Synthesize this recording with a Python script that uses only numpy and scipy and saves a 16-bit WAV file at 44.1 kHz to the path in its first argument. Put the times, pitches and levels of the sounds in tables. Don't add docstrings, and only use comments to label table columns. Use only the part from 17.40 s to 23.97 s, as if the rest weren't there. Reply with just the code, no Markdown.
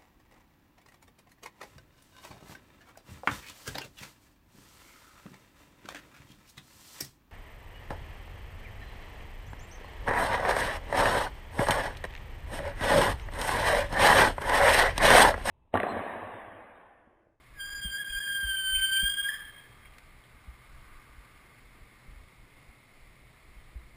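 import sys
import numpy as np
from scipy import signal
from scipy.fft import rfft, irfft, next_fast_len
from scipy.io import wavfile
from scipy.ndimage import uniform_filter1d, map_coordinates

SR = 44100
rng = np.random.default_rng(int(sys.argv[2]) if len(sys.argv) > 2 else 0)


def how_loud(loudness_db):
    steps = np.asarray(loudness_db, float) / 20
    return 10 ** steps


def wrap_up_sound(samples):
    columns = np.atleast_2d(samples).T
    tamed = np.clip(columns, -1, 1)
    steps = np.round(tamed * 32767).astype(np.int16)
    wavfile.write(sys.argv[1], SR, steps)


N = 289692
T = np.arange(N) / SR


def unit(x):
    return x / np.sqrt(np.mean(x ** 2) + 1e-20)


def along(points, hz):
    f, v = np.transpose(points)
    return np.interp(np.log(hz + 1), np.log(f + 1), v)


def swells(rows):
    return sum(size * np.exp(-((T - s) / width) ** 2) for s, size, width in rows)


def wobble(rate):
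    knots = rng.standard_normal(int(N * 400 / SR) + 4)
    return map_coordinates(knots, [np.arange(N) * min(rate, 400) / SR])


def filtered(x, response):
    m = next_fast_len(N + SR // 2)
    return irfft(rfft(x, m) * response(np.fft.rfftfreq(m, 1 / SR)), m)[..., :N]


def modes(table):
    return lambda f: sum(how_loud(db) * 1j * f * w / (c * c - f * f + 1j * f * w) for c, w, db in table)


def rush(response, patchy_db):
    z = signal.stft(rng.standard_normal(N), nperseg=512)[2]
    field = uniform_filter1d(rng.standard_normal(z.shape), 6, 0)
    field = uniform_filter1d(field, 12, 1)
    noise = signal.istft(z * how_loud(patchy_db * unit(field)), nperseg=512)[1][:N]
    return unit(filtered(noise, response))


def add(track, s, sound):
    part = track[round(s * SR):][:len(sound)]
    part += sound[:len(part)]


def ring(hz, t60, attack):
    t = np.arange(SR // 4) / SR
    return np.sin(2 * np.pi * hz * t) * how_loud(-60 * t / t60) * (1 - np.exp(-t / attack))


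# pitch in Hz, level in dB.
WIND_COLOUR = [(8.8, -24.5), (15, 4.5), (59, 0.5), (75, -1.5), (92, -29), (110, -17), (140, -64.5),
               (240, -120)]
# middle in seconds, rise in dB, width in seconds.
GUSTS = [(.22, 7, 0.15), (.77, 10.5, .07), (1.05, -3, 0.094), (1.37, 13.5, 0.087), (1.64, 11.5, 0.07),
         (2.03, 9, 0.19), (2.69, 3.5, 0.11), (4.03, -3, .1), (4.5, -6, 0.11), (4.85, 2.5, .05),
         (5.5, -6, 0.053), (6.0, 5, .1), (6.33, 0, .06)]


def wind():
    level_db = -64 + swells(GUSTS)
    return how_loud(level_db + 4.5 + 5.2 * wobble(14)) * rush(lambda f: how_loud(along(WIND_COLOUR, f)), patchy_db=-2.5)


# pitch in Hz, width in Hz, level in dB.
TYRES = [(1195, 110, 8.5), (1500, 190, 3)]
# middle in seconds, rise in dB, width in seconds.
CARS = [
    (.3, 8.5, 0.086),
    (.9, 3.5, 0.34),
    (1.38, 9.5, 0.19),
    (1.95, 15.5, 0.17),
    (2.45, 6.5, 0.17),
    (3.5, 9, 0.64),
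    (5.8, -18, 0.66),
    (6.57, -10, .15),
]


def far_tyres():
    level_db = -69 + swells(CARS)
    return how_loud(level_db - 1 + 0.74 * wobble(9.4)) * rush(modes(TYRES), patchy_db=0.0)


# pitch in Hz, level in dB.
AIR = [(53, -18), (90, -8.5), (123, 0.5), (158, -9), (209, -10), (336, -13), (438, -15), (884, -17),
       (1190, -14), (1550, -19.5), (2090, -10.5), (2820, -22), (3540, -22), (5120, -27.5), (6000, -28),
       (7800, -73), (13200, -120)]
# pitch in Hz, width in Hz, level in dB.
CAVITY = [(2146, 49, 0)]
# middle in seconds, rise in dB, width in seconds.
TRAFFIC = [
    (0, -0.5, 0.067),
    (.5, 2.5, 0.2),
    (1.05, 2.5, .2),
    (1.7, 1.5, 0.26),
    (2.2, 1, .2),
    (3.5, 1, 0.22),
]


def city_hiss():
    level_db = -63.5 + swells(TRAFFIC)
    hiss = how_loud(level_db + 4.5 + 0.36 * wobble(4.96)) * rush(lambda f: how_loud(along(AIR, f)), patchy_db=0.65)
    port = how_loud(level_db - 6.0) * rush(modes(CAVITY), patchy_db=0.0)
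    return hiss + port


# time in seconds, slip cycle in Hz, grip in dB.
SQUEAL = [
    (.205, 1592, -41),
    (.34, 1626, -39.5),
    (.5, 1597, -39),
    (.62, 1604, -39.5),
    (1.02, 1598, -36.5),
    (1.12, 1562, -33.5),
    (1.3, 1550, -32),
    (1.57, 1566, -31),
    (1.72, 1621, -34.5),
]


def grip():
    s, hz, grip_db = np.transpose(SQUEAL)
    slack_db = np.interp(T, s, grip_db) + 32
    early, late = np.maximum(s[0] - T, 0), np.maximum(T - 1.88, 0)
    return np.interp(T, s, hz), slack_db, early, late


# middle in seconds, bend in Hz, width in seconds.
SAGS = [
    (.49, -18.5, 0.026),
    (.75, -15.5, 0.018),
    (.925, 15, 0.013),
    (.95, -11, 0.0098),
    (1.04, -13.5, 0.012),
]
# snap in seconds, rise in Hz, run-up in seconds.
SKIPS = [
    (0.618, 70, 0.03),
    (0.722, 52, 0.0222),
    (0.815, 73, .02),
    (0.866, 25.1, .012),
]


def slip_phase(held_hz, slack_db, early, late):
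    pitch = held_hz + 2000 * early + 42 * np.clip(late / .02, 0, 1) + swells(SAGS)
    for s, hz, run in SKIPS:
        pitch += hz * np.exp(np.minimum(T - s, 0) / run) * (T < s)
    pitch = uniform_filter1d(pitch, size=300)
    judder = np.sin(2 * np.pi * np.cumsum(44 + 7 * wobble(11)) / SR)
    warble_hz = 3.6 - 0.9 * slack_db
    return 2 * np.pi * np.cumsum(pitch + warble_hz * judder + 3 * wobble(59.42)) / SR


# level in dB at full grip, dB gained per dB of grip,
# steepness of the bite, steepness of the release (both as multiples).
HARMONICS = [
    (-33, 0.99, 1.5, 0.99),
    (-32.5, 1.5, 4.2, 1.1),
    (-51, 0.33, 2.6, 0.7),
]
# middle in seconds, change in dB, width in seconds.
FIRST_SWELLS = [(.44, 1.5, .015), (.48, -4.5, 0.029), (0.716, -15.5, 0.013), (.76, 5.5, 0.034),
                (.834, -7, 0.012), (.96, 4.5, 0.071), (1.345, -10, .04), (1.434, 4.5, 0.022),
                (1.75, -12, 0.016), (1.8, 3.5, 0.013), (1.835, -5, 0.016), (1.866, 4, .015)]
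SECOND_SWELLS = [(.212, 6.5, 0.014), (.35, -11.5, 0.058), (0.457, 5.5, 0.044), (0.749, 5, .01),
                 (.77, -11, 0.0081), (.834, 3, 0.026), (.93, -6, 0.015), (.96, 5.5, 0.014),
                 (1.232, -8, .015), (1.284, 3, 0.024), (1.316, -6, 0.009), (1.356, 6.5, 0.02),
                 (1.67, 6.5, 0.065), (1.8, 2, .04), (1.9, -12, 0.037), (1.95, -4.5, 0.08)]
THIRD_SWELLS = [(0.331, 6, .12), (.486, -13, 0.02), (0.54, 9, 0.031), (.62, -8, .05), (.782, 4.5, 0.025),
                (.808, -1, 0.0092), (1.036, -6, 0.02), (1.15, -5, 0.09), (1.336, -8.5, 0.013),
                (1.5, -3.5, .015), (1.538, 7.5, 0.014), (1.71, 9, 0.037), (1.8, -7, 0.14)]


def squeal_note(held_hz, slack_db, early, late):
    phase = slip_phase(held_hz, slack_db, early, late)
    note, levels = np.zeros(N), []
    for (db, grows, bite, release), rows in zip(HARMONICS, (FIRST_SWELLS, SECOND_SWELLS, THIRD_SWELLS)):
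        fades_db = bite * 255.5 * early + release * 147.5 * late
        levels.append(db + grows * slack_db - fades_db + swells(rows))
        note += how_loud(levels[-1] + 0.88 * wobble(45.27)) * np.sqrt(2) * np.sin(len(levels) * phase)
    return note + how_loud(levels[1] - 16.5) * np.sin(4 * phase)


# pitch in Hz, width in Hz, level in dB.
ARMS = [(2200, 190, -3), (2360, 74, -5.5), (2420, 95, -7), (2740, 430, -7.5), (3520, 210, -5),
        (4960, 430, -8)]
# middle in seconds, rise in dB, width in seconds.
GRABS = [
    (.555, 12, 0.013),
    (1.368, 11.5, 0.039),
    (1.43, 8.5, .045),
    (1.65, 9, .02),
    (1.83, 10, 0.045),
]


def arm_chatter(slack_db):
    chatter = unit(how_loud(2.5 * wobble(70)) * rush(lambda f: modes(ARMS)(f) ** 2, patchy_db=2))
    low = filtered(chatter, lambda f: 1 / (1 + (f / 2900) ** 8))
    grab_db = swells(GRABS)
    shaken = how_loud(grab_db) * low + how_loud(0.67 * grab_db) * (chatter - low)
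    return how_loud(-61.5 + 1.1 * slack_db) * shaken


def brake():
    held_hz, slack_db, early, late = grip()
    touch = np.clip((T - .14) / 0.012, 0, 1) * np.clip((2.0 - T) / 0.02, 0, 1)
    return touch * (squeal_note(held_hz, slack_db, early, late) + arm_chatter(slack_db))


# delay in seconds, level in dB.
WALLS = [
    (.028, -19.5),
    (.062, -14.5),
    (.125, -24),
]
# pitch in Hz, time to fade by 60 dB in seconds.
FRONTS = [(1500, 0.93), (3200, 1.03), (5000, 0.63)]


def house_fronts(x):
    hz, t, z = signal.stft(rng.standard_normal(int(1.2 * SR)), SR, nperseg=256)
    fade = how_loud(-60 * t / along(FRONTS, hz)[:, None])
    tail = signal.istft(z * fade, SR, nperseg=256)[1]
    far = signal.fftconvolve(np.pad(x, (int(0.022 * SR), 0)), tail / np.linalg.norm(tail))[:N]
    walls = np.zeros(N)
    for s, db in WALLS:
        walls += how_loud(db + 1.7 * wobble(18)) * np.pad(x, (int(s * SR), 0))[:N]
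    return how_loud(-8.0) * far * unit(1.2 + .5 * wobble(40.02)) + walls


# start in seconds, peak in dB, pitch in Hz, rattle in dB,
# time to fade by 60 dB in seconds.
BUMPS = [(0.452, -35.5, 54.7, -5.5, 0.15), (0.698, -41.5, 37.3, -33, 0.14), (1.032, -43.5, 69, -6.5, 0.16),
         (1.045, -37, 51.6, -31, 0.23), (1.378, -45.5, 42.2, -32, 0.18), (1.632, -33.5, 44.6, -6.5, 0.17),
         (3.078, -39, 58.5, -16, 0.15), (3.779, -44.5, 45, -17, 0.17), (4.682, -43, 42, -12.5, 0.14),
         (5.301, -49.5, 44.7, -18, 0.089), (5.667, -49, 43.6, -27, 0.11), (6.356, -36, 56.5, -24, 0.15)]


def bumps():
    track = np.zeros(N)
    for s, db, hz, rattle_db, t60 in BUMPS:
        add(track, s, -how_loud(db + 7.5) * ring(hz, t60, attack=0.0055))
        add(track, s - .004, how_loud(db + rattle_db + 12.0) * ring(169.6, 0.043, attack=0.0027))
    return track


# start in seconds, peak in dB, pitch in Hz,
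# time to fade by 60 dB in seconds, level of the upper modes in dB.
LET_GO = [(0.576, -36.5, 1667, 0.19, -26), (0.811, -38, 1698, 0.11, -25), (0.874, -37, 1697, .08, -31),
          (0.929, -46.5, 1640, 0.076, -27), (.697, -51.5, 2470, 0.053, -40), (.765, -50, 2420, 0.062, -40),
          (.862, -53.5, 2455, 0.064, -43), (1.345, -47.5, 2200, .1, -32), (1.352, -44.5, 2510, .1, -32),
          (1.41, -52, 2250, .07, -31), (1.532, -48, 2300, 0.031, -43.5), (1.561, -42, 2360, 0.086, -42),
          (1.886, -26, 1730, 0.048, -11.5), (1.939, -44, 1795, 0.043, -1)]


def rim_rings():
    track = np.zeros(N)
    for s, db, hz, t60, upper_db in LET_GO:
        upper = ring(1.09 * hz, t60, attack=0.0035) + 0.23 * ring(2 * hz, t60, attack=0.0022)
        add(track, s, how_loud(db + 11.0) * (ring(hz, t60, attack=0.1 * t60) + how_loud(upper_db) * upper))
    return track


# start in seconds, peak in dB, pitch in Hz,
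# time to fade by 60 dB in seconds, crack in dB.
TICKS = [
    (2.45, -47, 2220, 0.067, -21),
    (2.535, -48, 2200, 0.032, 3.5),
    (2.583, -42.5, 2020, .022, 6.5),
    (2.838, -54.5, 3220, 0.031, -20),
    (3.038, -45, 1090, .018, -18),
    (4.18, -51.5, 2200, 0.047, -10),
]


def ticks():
    track, t = np.zeros(N), np.arange(SR // 4) / SR
    for s, db, hz, t60, crack_db in TICKS:
        grit = rng.standard_normal((2, len(t)))
        crack = uniform_filter1d(np.diff(grit[0], prepend=0), size=5) * 1.1
        add(track, s, how_loud(db + crack_db - 60 * t / t60) * crack)
        scrape = 1 + 6.2 * uniform_filter1d(grit[1], size=40)
        add(track, s, how_loud(db + 8.5) * ring(hz, t60, attack=0.19 * t60) * scrape)
    return track


# middle in seconds, change in dB, width in seconds.
NULLS = [(.27, -3, .005), (0.299, -15, 0.0025), (.322, 0, 0.0033), (.343, -8, 0.0044), (.41, -7, .006),
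         (0.641, -16, 0.0036), (0.719, -6.5, 0.0046), (.8, -8.5, .004), (1.378, -2.5, .008),
         (1.63, -5, 0.0028), (1.65, -4.5, 0.0051), (1.69, -6, 0.0044), (1.71, -4.5, 0.0037),
         (1.731, -11, 0.0052), (1.764, -14, 0.0063), (1.822, -6.5, 0.0055)]


def scene():
    street = wind() + far_tyres() + city_hiss()
    squeal = brake() + rim_rings()
    heard = how_loud(swells(NULLS)) * (how_loud(0.5) * squeal + house_fronts(squeal))
    return (heard + bumps() + ticks() + street)[None]


def band_limit(x):
    return signal.sosfilt(signal.butter(12, 15520, fs=SR, output="sos"), x)


def record(dry):
    hold_hz, repeats = 12000, 4
    slow = filtered(dry, lambda f: 1 / (1 + (f / 5750) ** 40))
    comb = 1 + 2 * np.cos(2 * np.pi * hold_hz * T)
    held = filtered(slow * comb, lambda f: (f < 15340) * np.sinc(f / hold_hz) / np.sinc(f / hold_hz / repeats))
    return band_limit(held)


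dry = scene()
out = record(dry)
wrap_up_sound(out)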